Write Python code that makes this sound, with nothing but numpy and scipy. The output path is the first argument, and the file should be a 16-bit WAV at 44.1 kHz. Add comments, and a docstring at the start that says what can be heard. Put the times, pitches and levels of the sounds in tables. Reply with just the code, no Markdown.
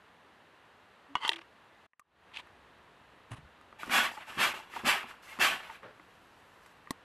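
"""A quiet sewing room, heard close, in stereo: a hollow plastic clack, a scrape, a snap that rattles out.
The room noise dips briefly and swells back; then come faint dull ticks and a fabric swish.
A steam iron lands on cloth on a padded board: board and shell ring as decaying modes, the handle creaks.
Shaped noise gives four strong hissing puffs and two faint ones, amid glugs, whistles and spitting drops.
The iron slides off the cloth, leaks a little steam as it is lifted away, and is stood on its heel."""
import sys
import numpy as np
from scipy import signal
from scipy.fft import rfft, irfft
from scipy.io import wavfile
from scipy.ndimage import uniform_filter1d

SR = 44100
rng = np.random.default_rng(int(sys.argv[2]) if len(sys.argv) > 2 else 0)


def pcm_store(signal):
    """Save signal as 16-bit PCM."""
    levels = np.round(np.clip(np.atleast_2d(signal), -1, 1) * 32767)
    wavfile.write(sys.argv[1], SR, levels.astype(np.int16).T)


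N = 310460
TIME = np.arange(N) / SR
BINS = np.maximum(np.arange(N // 2 + 1) * SR / N, 1)   # Hz; no zero, so that its logarithm exists
SIDES = np.array([[1], [-1]])   # left, right
CUTOFF_HZ = 14500

# Room noise outline: freq_hz, density_db_per_hz
AIR = [(15, -15), (25, -10.5), (65, 5), (97, 4), (134, -1.5), (267, -3), (408, -3.5), (492, -3), (1250, -5),
       (2770, -17), (3250, -15), (3910, -15.5), (5240, -25.5), (12000, -32.5), (14400, -42.5)]
# Dips and resonances in the room noise: freq_hz, width_hz, lift_db
AIR_PEAKS = [(60.4, 130, -7), (1010, 310, 3), (1804, 690, 6), (2760, 670, 7.5)]
# Level of the room noise after the dip; before it the noise is a little weaker and thinner in the bass
AIR_DB, AIR_EARLY_DB, AIR_EARLY_CUT_HZ = -59.6, -.7, 90
# The room noise drops out briefly and swells back
DIP_START_S, DIP_FALL_S, DIP_HOLD_S, DIP_RISE_S, DIP_DB = 1.863, 0.01, .075, 0.39, -38
# Faint soft tones around the handling: start_s, length_s, pitch_hz, level_db
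LOW_TONES = [(1.083, .07, 280, -58), (1.292, .13, 334, -57), (2.0135, .01, 1150, -63)]

# In all blow tables crack_db is the level of the bright crack's noise before its filters.
# Hollow clack before the scrape, its small rebound, and one more near the snap: start_s, peak_db, crack_db
CLACKS = [(1.1533, -13, -31.5), (1.168, -28.5, -52), (1.2488, -19.5, -53.5)]
# Modes of the hollow part: pitch_hz, relative_level_db, t60_s
HOLLOW = [(290, -7, 0.009), (730, -6.5, 0.021), (984, 2, 0.031), (1187, 3.5, 0.036), (1490, -9.5, 0.047),
          (1920, -4, 0.024), (2186, -10.5, 0.029), (2730, -8, .022), (2930, -10, 0.057), (3330, -7, 0.018),
          (4280, -16.5, 0.022)]
# Sharp snaps of a catch: start_s, peak_db, crack_db
SNAPS = [(1.2495, -24.5, -58.5), (1.2785, -22, -34.5), (1.2922, -8, -31.5), (1.3222, -33.5, -53),
         (1.3292, -39, -60), (1.3325, -24.5, -49), (1.3595, -34, -53), (1.3622, -36, -60)]
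# Modes of the catch: pitch_hz, relative_level_db, t60_s
CATCH = [(385, -21, 0.0413), (920, -14.5, 0.071), (1200, -16, 0.02), (1920, -9.5, 0.022),
         (2450, -13.5, 0.013), (2726, -2.5, 0.02), (3224, 5.5, 0.0097), (3870, 5.5, 0.0045),
         (4340, -2.5, 0.0045), (4600, -6.5, 0.005), (6120, -17, 0.0028), (8370, -27, 0.0045)]
# Faint dull ticks: start_s, peak_db, crack_db
TICKS = [(1.9335, -55, -83), (1.9953, -44, -51), (2.3175, -46, -76), (2.3873, -40, -55),
         (2.3985, -38.5, -55), (2.4708, -45.5, -64), (6.8727, -37.5, -75)]
# Modes of the ticks: pitch_hz, relative_level_db, t60_s
TICK_RING = [(260, -15, 0.017), (480, -11, 0.014), (830, -6, 0.0076), (1020, -1.5, 0.026),
             (1216, -3, 0.037), (1500, -10, 0.012), (1870, 1, 0.017), (2720, -3, 0.0067)]

# Strokes of a scrape that builds up to the snap: start_s, length_s, level_db
SCRAPES = [(1.16, 0.043, -48.5), (1.198, 0.046, -44.5), (1.222, 0.08, -34.5), (1.238, 0.007, -44)]
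# Scrape outline: freq_hz, relative_level_db
SCRAPE_COLOUR = [(200, -24), (650, -19), (1000, 2), (1600, -12), (3000, -14), (3800, -22), (4600, -20.5),
                 (5200, -28.5), (6000, -28.5), (9000, -33), (13000, -48.5)]
# Resonances of the scraped part: freq_hz, width_hz, lift_db
SCRAPE_PEAKS = [(890, 60, 9.5), (1130, 110, 4.5), (2060, 170, 10.5), (2380, 160, -6), (2750, 200, 4.5),
                (3130, 330, 15.5), (4500, 260, 7)]
# Short rasps of loose plastic: start_s, length_s, level_db
RASPS = [(1.315, 0.0083, -34), (1.328, 0.025, -43), (1.358, 0.018, -46), (1.38, 0.017, -46.5),
         (1.409, 0.016, -51.5)]
# Rasp outline: freq_hz, relative_level_db
RASP_COLOUR = [(300, -16.5), (1100, 1.5), (1550, -4.5), (2100, 0), (2900, -2), (3800, -12), (5000, -16.5),
               (6500, -25.5), (10500, -32), (13000, -44.5)]
# Fabric swishes: start_s, length_s, level_db
SWISHES = [(2.33, 0.078, -47), (2.362, 0.0037, -48), (2.369, 0.0085, -40), (2.386, 0.03, -50)]
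# Swish outline: freq_hz, relative_level_db
SWISH_COLOUR = [(300, -35), (950, -2.5), (1550, -7), (2000, 1.5), (2700, 5), (3400, 2.5), (4300, -6.5),
                (5500, -17.5), (10000, -25.5), (13000, -42)]
# Cloth slaps and rustles as the iron lands on it: start_s, length_s, level_db
RUSTLES = [(3.302, 0.053, -48), (3.315, 0.0094, -43), (3.353, 0.041, -56.5)]
# Cloth outline: freq_hz, relative_level_db
CLOTH_COLOUR = [(150, 6.5), (450, -4), (850, 6), (1600, 0.5), (2300, -3.5), (2900, 0), (4500, -16.5),
                (7000, -17.5), (10000, -12.5), (13000, -36)]
# The soleplate slides off the cloth
SLIDE_START_S, SLIDE_ATTACK_S, SLIDE_HOLD_S, SLIDE_FALL_DB_PER_S, SLIDE_DB = 5.823, .012, .035, 200, -50
# Slide outline: freq_hz, relative_level_db
SLIDE_COLOUR = [(59, -43), (100, -9), (266, -14), (518, -4.5), (755, -13.5), (1630, -10.5), (2000, -16.5),
                (6000, -42), (7800, -73), (13200, -120)]

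# The iron lands on the padding and settles: start_s, peak_db, crack_db
LANDING = [(3.3105, -36, -66), (3.328, -38, -78.5), (3.368, -58, -85), (3.384, -46.5, -79),
           (3.422, -52.5, -88.5), (3.45, -51.5, -88)]
# Modes of the board: pitch_hz, relative_level_db, t60_s
BOARD = [(57.5, -11, 0.15), (76, 0, 0.12), (119, 9.5, 0.071), (152.5, 1, 0.072), (208, -23, 0.055),
         (268, -5.5, 0.14)]
# Knocks on the iron's plastic shell: start_s, peak_db, crack_db
KNOCKS = [(3.612, -47.5, -62), (3.727, -41, -73), (3.832, -27, -52), (3.859, -44, -50), (3.875, -39, -50),
          (3.896, -30, -54), (4.116, -37, -58), (4.175, -35, -58), (4.322, -39, -54), (4.738, -35, -56),
          (4.762, -31, -52), (5.03, -34, -58), (5.111, -39, -66), (5.3885, -30, -50), (5.700, -35, -68),
          (5.831, -40, -66), (5.9975, -41, -72), (6.661, -45.5, -54)]
# Modes of the shell: pitch_hz, relative_level_db, t60_s
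SHELL = [(199, -22, 0.06), (313, -8.5, 0.055), (713, -11, 0.023), (895, -6.5, 0.097), (1216, 4.5, 0.021),
         (1454, -3.5, 0.039), (1940, 1.5, 0.017), (2480, -5, 0.0089), (3000, -18, 0.0091),
         (4500, -21, 0.008)]
# The iron is stood on its heel: start_s, peak_db, crack_db
HEEL_TAPS = [(6.907, -20.5, -32)]
# Modes of the heel: pitch_hz, relative_level_db, t60_s
HEEL = [(130, -14, 0.07), (270, -1, 0.026), (700, -6, 0.033), (900, -5, 0.035), (1090, 0, 0.028),
        (1170, -3, .024), (1750, -2, 0.014), (1950, 3, 0.018), (2450, -4, 0.018), (3270, -4, 0.014),
        (3850, -6, .01), (4250, 0, 0.01), (5750, -7, .008)]
# Creaks of the handle: start_s, length_s, slip_rate_hz, level_db
CREAKS = [(3.788, 0.016, 880, -54.5), (4.114, 0.0069, 790, -46), (4.167, 0.025, 880, -45.5),
          (4.275, 0.019, 860, -51), (4.532, 0.024, 860, -51), (4.597, 0.016, 900, -48.5),
          (4.762, 0.017, 900, -38), (5.692, 0.029, 890, -47)]

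# Big bubbles glug as water meets the hot plate: start_s, peak_db, crack_db
GLUGS = [(3.865, -43, -70), (3.877, -38, -60), (3.897, -35, -60), (4.299, -45, -70), (4.372, -36, -62),
         (4.554, -43, -70), (4.776, -42, -70), (4.835, -35, -56), (4.844, -37, -62), (4.869, -30, -60),
         (5.043, -43, -70), (5.389, -34, -62)]
# Modes of the water chamber: pitch_hz, relative_level_db, t60_s
CAVITY = [(153, 0, 0.011), (239, 8.5, 0.072), (380, 2, 0.29), (515, -2.5, 0.059), (1035, 6, 0.032)]
# Droplets spit on the plate, louder as the flow grows; each rings down by 60 dB in so many cycles
SPITS_PER_S, SPIT_LOW_HZ, SPIT_HIGH_HZ, SPIT_CYCLES = 170, 840, 1600, 16
SPIT_DB, SPIT_POWER = -41, .58   # level at full flow, power of the flow
# A low whump as each dose of water meets the hot plate: start_s, length_s, level_db
WHUMPS = [(3.845, 0.077, -48.5), (4.366, 0.054, -43), (4.828, 0.05, -42.5), (5.385, 0.019, -44.5)]
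# Whump outline: freq_hz, relative_level_db
WHUMP_COLOUR = [(40, -12), (120, -12), (250, 0.5), (360, -19), (550, -10), (900, -11)]

# A dose of water flashes to steam: start_s, attack_s, hold_s, level_db, fall_db_per_s
PUFFS = [(3.889, 0.069, 0.033, -25.5, 202), (4.019, 0.025, 0.012, -38.5, 257),
         (4.371, 0.068, 0.0038, -25.5, 184), (4.464, 0.02, 0.011, -44, 260),
         (4.843, 0.046, 0.006, -23.5, 163), (5.391, 0.034, 0.023, -24, 138)]
# The plate simmers before and after each puff: start_s, hold_s, roar_db, hiss_db
SIMMERS = [(3.784, 0.12, -50.5, -61), (4.108, 0.014, -64, -57.5), (4.265, 0.099, -50, -60),
           (4.537, 0.023, -47.5, -58.5), (4.692, 0.21, -53, -64), (4.728, 0.025, -49, -60),
           (5.067, 0.005, -51.5, -61), (5.218, 0.08, -57.5, -62), (5.27, 0.15, -55.5, -66),
           (5.616, 0.11, -54, -66)]
SIMMER_ATTACK_S, SIMMER_FALL_DB_PER_S = 0.024, 270
# A faint wash of steam lies under all the puffs
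WASH_START_S, WASH_ATTACK_S, WASH_HOLD_S, WASH_FALL_DB_PER_S = 3.79, 0.071, 0.6, 13
WASH_ROAR_DB, WASH_HISS_DB = -54.5, -70
# The lifted iron leaks a little: start_s, length_s, level_db
LEAKS = [(5.65, 1.5, -77.5), (6.6, 0.14, -77)]
# Roar of steam escaping under the soleplate: freq_hz, density_db_per_hz
ROAR = [(35, -47), (80, -26), (200, -13.5), (430, -16.5), (600, -6), (800, -2), (1300, -2), (2000, 0),
        (2750, -1.5), (3400, -4), (3900, -11), (4500, -17.5), (7000, -33.5)]
# Resonances of the steam chamber and of the gap under the plate: freq_hz, width_hz, lift_db
CHAMBER = [(244, 55, 5.5), (378, 73, 8.5), (768, 56, 1.5), (920, 25, -3.5), (1140, 50, 7.5), (1305, 42, 4),
           (1510, 22, 5.5), (1646, 34, 6), (1750, 32, 6), (1840, 39, -0.5), (2030, 90, -1.5),
           (2130, 40, 0.5), (2330, 40, 4), (2490, 43, 1.5), (2680, 40, 6.5), (2830, 45, 4.5),
           (3130, 50, -2), (3610, 130, -1.5), (4020, 33, 6.5)]
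# Hiss of the steam jets: freq_hz, density_db_per_hz
HISS = [(3000, -6), (4400, 9), (5400, 7), (6400, 4.5), (8100, 5.5), (9200, -1.5), (10300, 4), (12300, 3),
        (13400, -3), (14500, -30)]
# The jets hiss under the roar at full flow and die sooner: hiss grows as flow to this power
HISS_DB, HISS_POWER = -34, 1.32
# Steam spreading sideways: freq_hz, side_minus_mid_db
STEAM_WIDTH = [(80, -9), (250, -12), (700, -18), (1500, -20), (4000, -15), (8000, -12), (14000, -8)]
# Eddies make narrow bands of the steam swell and fade on their own
EDDY_DB, EDDY_WIDTH_HZ, EDDY_S = 2.4, 90, .06
# The flow chokes for a moment late in the second strong puff
CHOKE_S, CHOKE_WIDTH_S, CHOKE_DB = 4.535, .004, -9
# Airy whistles of single steam holes, other ones in each puff: start_s, length_s, pitch_hz, level_db
WHISTLES = [(3.92, 0.14, 1000, -39.5), (3.92, 0.14, 1478, -33.5), (3.918, 0.13, 3356, -37),
            (4.39, 0.12, 1220, -36.5), (4.385, .11, 3250, -38), (4.85, 0.14, 1500, -42),
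            (4.85, 0.12, 1615, -38), (4.85, .12, 2330, -37.5), (5.267, 0.045, 1980, -54),
            (5.309, .04, 2130, -49), (5.401, 0.11, 1100, -52), (5.399, 0.11, 1262, -37),
            (5.40, .12, 1620, -49), (5.40, 0.16, 3130, -38), (5.40, 0.079, 4500, -48)]
WHISTLE_WIDTH_HZ = 34


def from_db(db):
    """Decibels to gain."""
    return 10 ** (np.asarray(db) / 20)


def rms_one(x):
    """Scale to unit rms."""
    return x / np.sqrt(np.mean(x ** 2) + 1e-20)


def butter(x, hz, kind, order=2):
    """Causal low- or high-pass."""
    sections = signal.butter(order, np.clip(hz, 10, .45 * SR), kind, fs=SR, output="sos")
    return signal.sosfilt(sections, x)


def response(points, peaks=()):
    """Gain at every frequency: a smooth outline with resonances on top, falling off beyond both ends."""
    hz, db = np.transpose(points)
    outline = np.interp(np.log(BINS), np.log(hz), db)
    lift = sum(lift_db / (1 + (2 * (BINS - centre) / width) ** 2) for centre, width, lift_db in peaks)
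    top_fall = 1 / (1 + (BINS / hz[-1] / 2) ** 8)
    bass_fall = BINS / np.hypot(BINS, hz[0] / 2)
    return from_db(outline + lift) * top_fall * bass_fall


def noise(colour, grain_db=0):
    """Dense tiny impulses of uneven size through a colour; rms 1."""
    sizes = from_db(grain_db * np.minimum(rng.exponential(1, N), 6))
    return rms_one(irfft(rfft(rng.standard_normal(N) * sizes) * colour, N))


def drift(rate_hz):
    """Random wander, smoothed above a rate, with spread 1."""
    return rms_one(irfft(rfft(rng.standard_normal(N)) / (1 + (BINS / rate_hz) ** 2), N))


def add(out, start_s, sound):
    """Mix a short sound in at a time."""
    at = int(start_s * SR)
    out[at:at + len(sound)] += sound[:max(N - at, 0)]


def swells(events):
    """Gain over time: one smooth rise and fall for each row."""
    out = np.zeros(N)
    for start_s, length_s, level_db in events:
        t = TIME[:int(length_s * SR)]
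        add(out, start_s, from_db(level_db) * np.sin(np.pi * t / length_s))
    return out


def surge(start_s, attack_s, hold_s, fall_db_per_s, ease=1):
    """Gain over time: a rounded rise (eased in when ease is above 1), a hold and an even fall in dB."""
    t = TIME - start_s
    rise = np.sin(np.pi / 2 * np.clip(t / attack_s, 0, 1)) ** ease
    return rise * from_db(-fall_db_per_s * np.clip(t - attack_s - hold_s, 0, 2))


def blows(events, modes, scatter_db, crack_t60, crack_hz):
    """Each blow rings all modes with strengths of its own; hard contacts add a brief bright crack."""
    out, t = np.zeros(N), TIME[:SR // 2]
    hz, level_db, t60 = np.array(modes).T[:, :, None]
    signs = (-1) ** np.arange(len(modes))[:, None]
    for start_s, peak_db, crack_db in events:
        strength = signs * from_db(level_db + scatter_db * rng.standard_normal(hz.shape))
        decay = np.exp(-np.log(1000) * t / t60)
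        ring = np.sum(strength * np.sin(2 * np.pi * hz * t) * decay, axis=0)
        crack = rng.standard_normal(len(t)) * np.exp(-np.log(1000) * t / crack_t60)
        crack = butter(butter(crack, 1500, "high"), crack_hz, "low", order=4)
        add(out, start_s, from_db(peak_db) * ring / np.abs(ring).max() + from_db(crack_db) * crack)
    return out


def background():
    """Steady room noise, centred; it drops out once and swells back with more bass."""
    t = TIME - DIP_START_S
    fall = np.clip(t / DIP_FALL_S, 0, 1)
    recovery = np.sin(np.pi / 2 * np.clip((t - DIP_FALL_S - DIP_HOLD_S) / DIP_RISE_S, 0, 1))
    air = noise(response(AIR, AIR_PEAKS))
    early = from_db(AIR_EARLY_DB) * butter(air, AIR_EARLY_CUT_HZ, "high", order=1)
    return from_db(AIR_DB + DIP_DB * (fall - recovery)) * np.where(t < 0, early, air)


def room(x, t60, wall_hz):
    """A short dull tail, different on each side: the room is full of fabric."""
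    t = TIME[:SR // 2]
    tail = butter(rng.standard_normal((2, len(t))), wall_hz, "low")
    tail = tail * np.exp(-np.log(1000) * t / t60) * (t > .004)
    return signal.fftconvolve(x[None], tail / np.sqrt(np.sum(tail ** 2) / 2), axes=1)[:, :N]


def low_tones():
    """Soft sine tones that swell and fade."""
    out = np.zeros(N)
    for start_s, length_s, hz, level_db in LOW_TONES:
        t = TIME[:int(length_s * SR)]
        tone = np.sin(2 * np.pi * hz * t) * np.sin(np.pi * t / length_s)
        add(out, start_s, from_db(level_db) * rms_one(tone))
    return out


def dull_ticks():
    """Faint light contacts ring a few short modes."""
    return blows(TICKS, TICK_RING, scatter_db=4.5, crack_t60=0.021, crack_hz=11300)


def plastic_handling():
    """A hollow plastic part clacks, then a stiff catch snaps and rattles out."""
    clacks = blows(CLACKS, HOLLOW, scatter_db=2.0, crack_t60=0.022, crack_hz=6560)
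    snaps = blows(SNAPS, CATCH, scatter_db=3.5, crack_t60=0.032, crack_hz=10200)
    return clacks + snaps


def rubbing():
    """Rough surfaces catch and let go many times a second: hard on plastic, soft on cloth."""
    scrape = noise(response(SCRAPE_COLOUR, SCRAPE_PEAKS), grain_db=3.0) * swells(SCRAPES)
    rasps = noise(response(RASP_COLOUR), grain_db=1.0) * swells(RASPS)
    swish = noise(response(SWISH_COLOUR), grain_db=4.0) * swells(SWISHES)
    cloth = noise(response(CLOTH_COLOUR), grain_db=1.5) * swells(RUSTLES)
    sliding = from_db(SLIDE_DB) * surge(SLIDE_START_S, SLIDE_ATTACK_S, SLIDE_HOLD_S, SLIDE_FALL_DB_PER_S)
    slide = noise(response(SLIDE_COLOUR), grain_db=3.0) * sliding
    unevenness = from_db(1.6 * drift(rate_hz=84))
    return unevenness * (scrape + rasps + swish + cloth + slide)


def iron_contacts():
    """The iron's weight thumps the padded board, its shell is knocked, and its heel meets a surface."""
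    thump = blows(LANDING, BOARD, scatter_db=5.5, crack_t60=.05, crack_hz=10940)
    knocks = blows(KNOCKS, SHELL, scatter_db=3.0, crack_t60=0.03, crack_hz=10800)
    heel = blows(HEEL_TAPS, HEEL, scatter_db=4.0, crack_t60=0.025, crack_hz=11700)
    return thump + knocks + heel


def handle_creaks(overtone_db, waver):
    """A short run of stick-slip cycles, nearly a pure tone."""
    out = np.zeros(N)
    wobble = 1 + waver * drift(rate_hz=1300)
    for start_s, length_s, slip_hz, level_db in CREAKS:
        size, at = int(length_s * SR), int(start_s * SR)
        phase = 2 * np.pi * np.cumsum(slip_hz * wobble[at:at + size]) / SR
        overtones = np.sin(2 * phase) + np.sin(3 * phase) / 2
        slips = np.sin(phase) + from_db(overtone_db) * overtones
        add(out, start_s, from_db(level_db) * rms_one(slips * signal.windows.tukey(size)))
    return out


def water_glugs():
    """Big bubbles ring the water chamber."""
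    return blows(GLUGS, CAVITY, scatter_db=3.5, crack_t60=.015, crack_hz=6000)


def spits(flow):
    """Droplets burst at random, each a short ring with a size of its own and one of twelve pitches."""
    out = np.zeros(N)
    pitches = np.geomspace(SPIT_LOW_HZ, SPIT_HIGH_HZ, num=12)
    sizes = from_db(4.5 * np.minimum(rng.exponential(1, N), 3)) * rng.choice([-1, 1], N)
    bursts = sizes * (rng.random(N) < SPITS_PER_S / SR)
    dealt = rng.integers(0, len(pitches), N)
    for k, hz in enumerate(pitches):
        r = np.exp(-np.log(1000) * hz / SPIT_CYCLES / SR)
        w = 2 * np.pi * hz / SR
        hits = bursts * (dealt == k) + 1e-18   # the tiny offset keeps the filter fast in silence
        out += signal.lfilter([0, np.sin(w)], [1, -2 * r * np.cos(w), r * r], hits)
    boil_hold_s = SLIDE_START_S - WASH_START_S - 2 * WASH_ATTACK_S
    boiling = surge(WASH_START_S, WASH_ATTACK_S, boil_hold_s, SIMMER_FALL_DB_PER_S)
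    return from_db(SPIT_DB) * flow ** SPIT_POWER * boiling * rms_one(out)


def whistles():
    """Turbulence rings a narrow resonance, which swells and fades."""
    out = np.zeros(N)
    r = np.exp(-np.pi * WHISTLE_WIDTH_HZ / SR)
    for start_s, length_s, hz, level_db in WHISTLES:
        t = TIME[:int(length_s * SR)]
        resonance = [1, -2 * r * np.cos(2 * np.pi * hz / SR), r * r]
        ring = signal.lfilter([1, 0, -1], resonance, rng.standard_normal(SR // 2))
        settled = rms_one(ring[-len(t):])
        add(out, start_s, from_db(level_db) * settled * np.sin(np.pi * t / length_s))
    return out


def eddies(x, size=1024):
    """Give every narrow band a slowly wandering gain; rms 1."""
    overlap = size * 3 // 4
    hz, times, bands = signal.stft(x, SR, nperseg=size, noverlap=overlap)
    wander = uniform_filter1d(rng.standard_normal(bands.shape), round(EDDY_WIDTH_HZ / hz[1]), axis=0)
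    wander = rms_one(uniform_filter1d(wander, round(EDDY_S / times[1]), axis=1))
    gain = from_db(EDDY_DB * np.minimum(wander, 2))
    return rms_one(signal.istft(bands * gain, SR, nperseg=size, noverlap=overlap)[1][:N])


def jet(colour, billow):
    """Turbulent noise that gets wider as the steam billows out on both sides of the plate."""
    side = irfft(rfft(noise(colour)) * response(STEAM_WIDTH), N)
    return eddies(noise(colour)) + SIDES * billow * side


def steam_flow():
    """Gains of the roar and of the hiss: puffs, simmering between them, a faint wash and late leaks."""
    puffs = np.zeros(N)
    for start_s, attack_s, hold_s, level_db, fall_db_per_s in PUFFS:
        puffs += from_db(level_db) * surge(start_s, attack_s, hold_s, fall_db_per_s, ease=1.2)
    jets = from_db(HISS_DB) * (puffs / puffs.max()) ** HISS_POWER
    wash = surge(WASH_START_S, WASH_ATTACK_S, WASH_HOLD_S, WASH_FALL_DB_PER_S)
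    roar_gain = np.hypot(puffs, from_db(WASH_ROAR_DB) * wash)
    hiss_gain = np.hypot(jets + swells(LEAKS), from_db(WASH_HISS_DB) * wash)
    for start_s, hold_s, roar_db, hiss_db in SIMMERS:
        simmer = surge(start_s, SIMMER_ATTACK_S, hold_s, SIMMER_FALL_DB_PER_S)
        roar_gain = np.hypot(roar_gain, from_db(roar_db) * simmer)
        hiss_gain = np.hypot(hiss_gain, from_db(hiss_db) * simmer)
    return roar_gain, hiss_gain


def steam():
    """Water flashes to steam with a whump; the chamber roars, holes hiss and whistle, droplets spit."""
    roar_gain, hiss_gain = steam_flow()
    flow = roar_gain / roar_gain.max()
    billow = np.minimum(2 * flow, 1)
    roar = jet(response(ROAR, CHAMBER), billow) * roar_gain
    hiss = jet(response(HISS), billow) * hiss_gain
    whump = noise(response(WHUMP_COLOUR)) * swells(WHUMPS)
    sputter_db = (2.3 - 2.0 * billow) * drift(rate_hz=21)   # a weak flow boils more unevenly
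    boiling = from_db(sputter_db) * (roar + whump) + from_db(sputter_db / 2) * hiss
    lean = from_db(-.35 * SIDES * billow)   # the cloud leaves slightly to the right
    choke = from_db(CHOKE_DB * np.exp(-((TIME - CHOKE_S) / CHOKE_WIDTH_S) ** 2))
    return lean * choke * (boiling + whistles() + spits(flow))


def scene():
    """Background, contacts with a little room, rubbing, glugs and steam."""
    contacts = low_tones() + dull_ticks() + plastic_handling() + iron_contacts()
    contacts = contacts + handle_creaks(overtone_db=-38, waver=0.086)
    tail = from_db(-29.0) * room(contacts, t60=0.087, wall_hz=5000)
    return background() + contacts + tail + rubbing() + water_glugs() + steam()


def record(dry):
    """The top is cut steeply by an elliptic low-pass."""
    return signal.sosfilt(signal.ellip(12, .1, 80, CUTOFF_HZ, fs=SR, output="sos"), dry)


dry = scene()
out = record(dry)
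pcm_store(out)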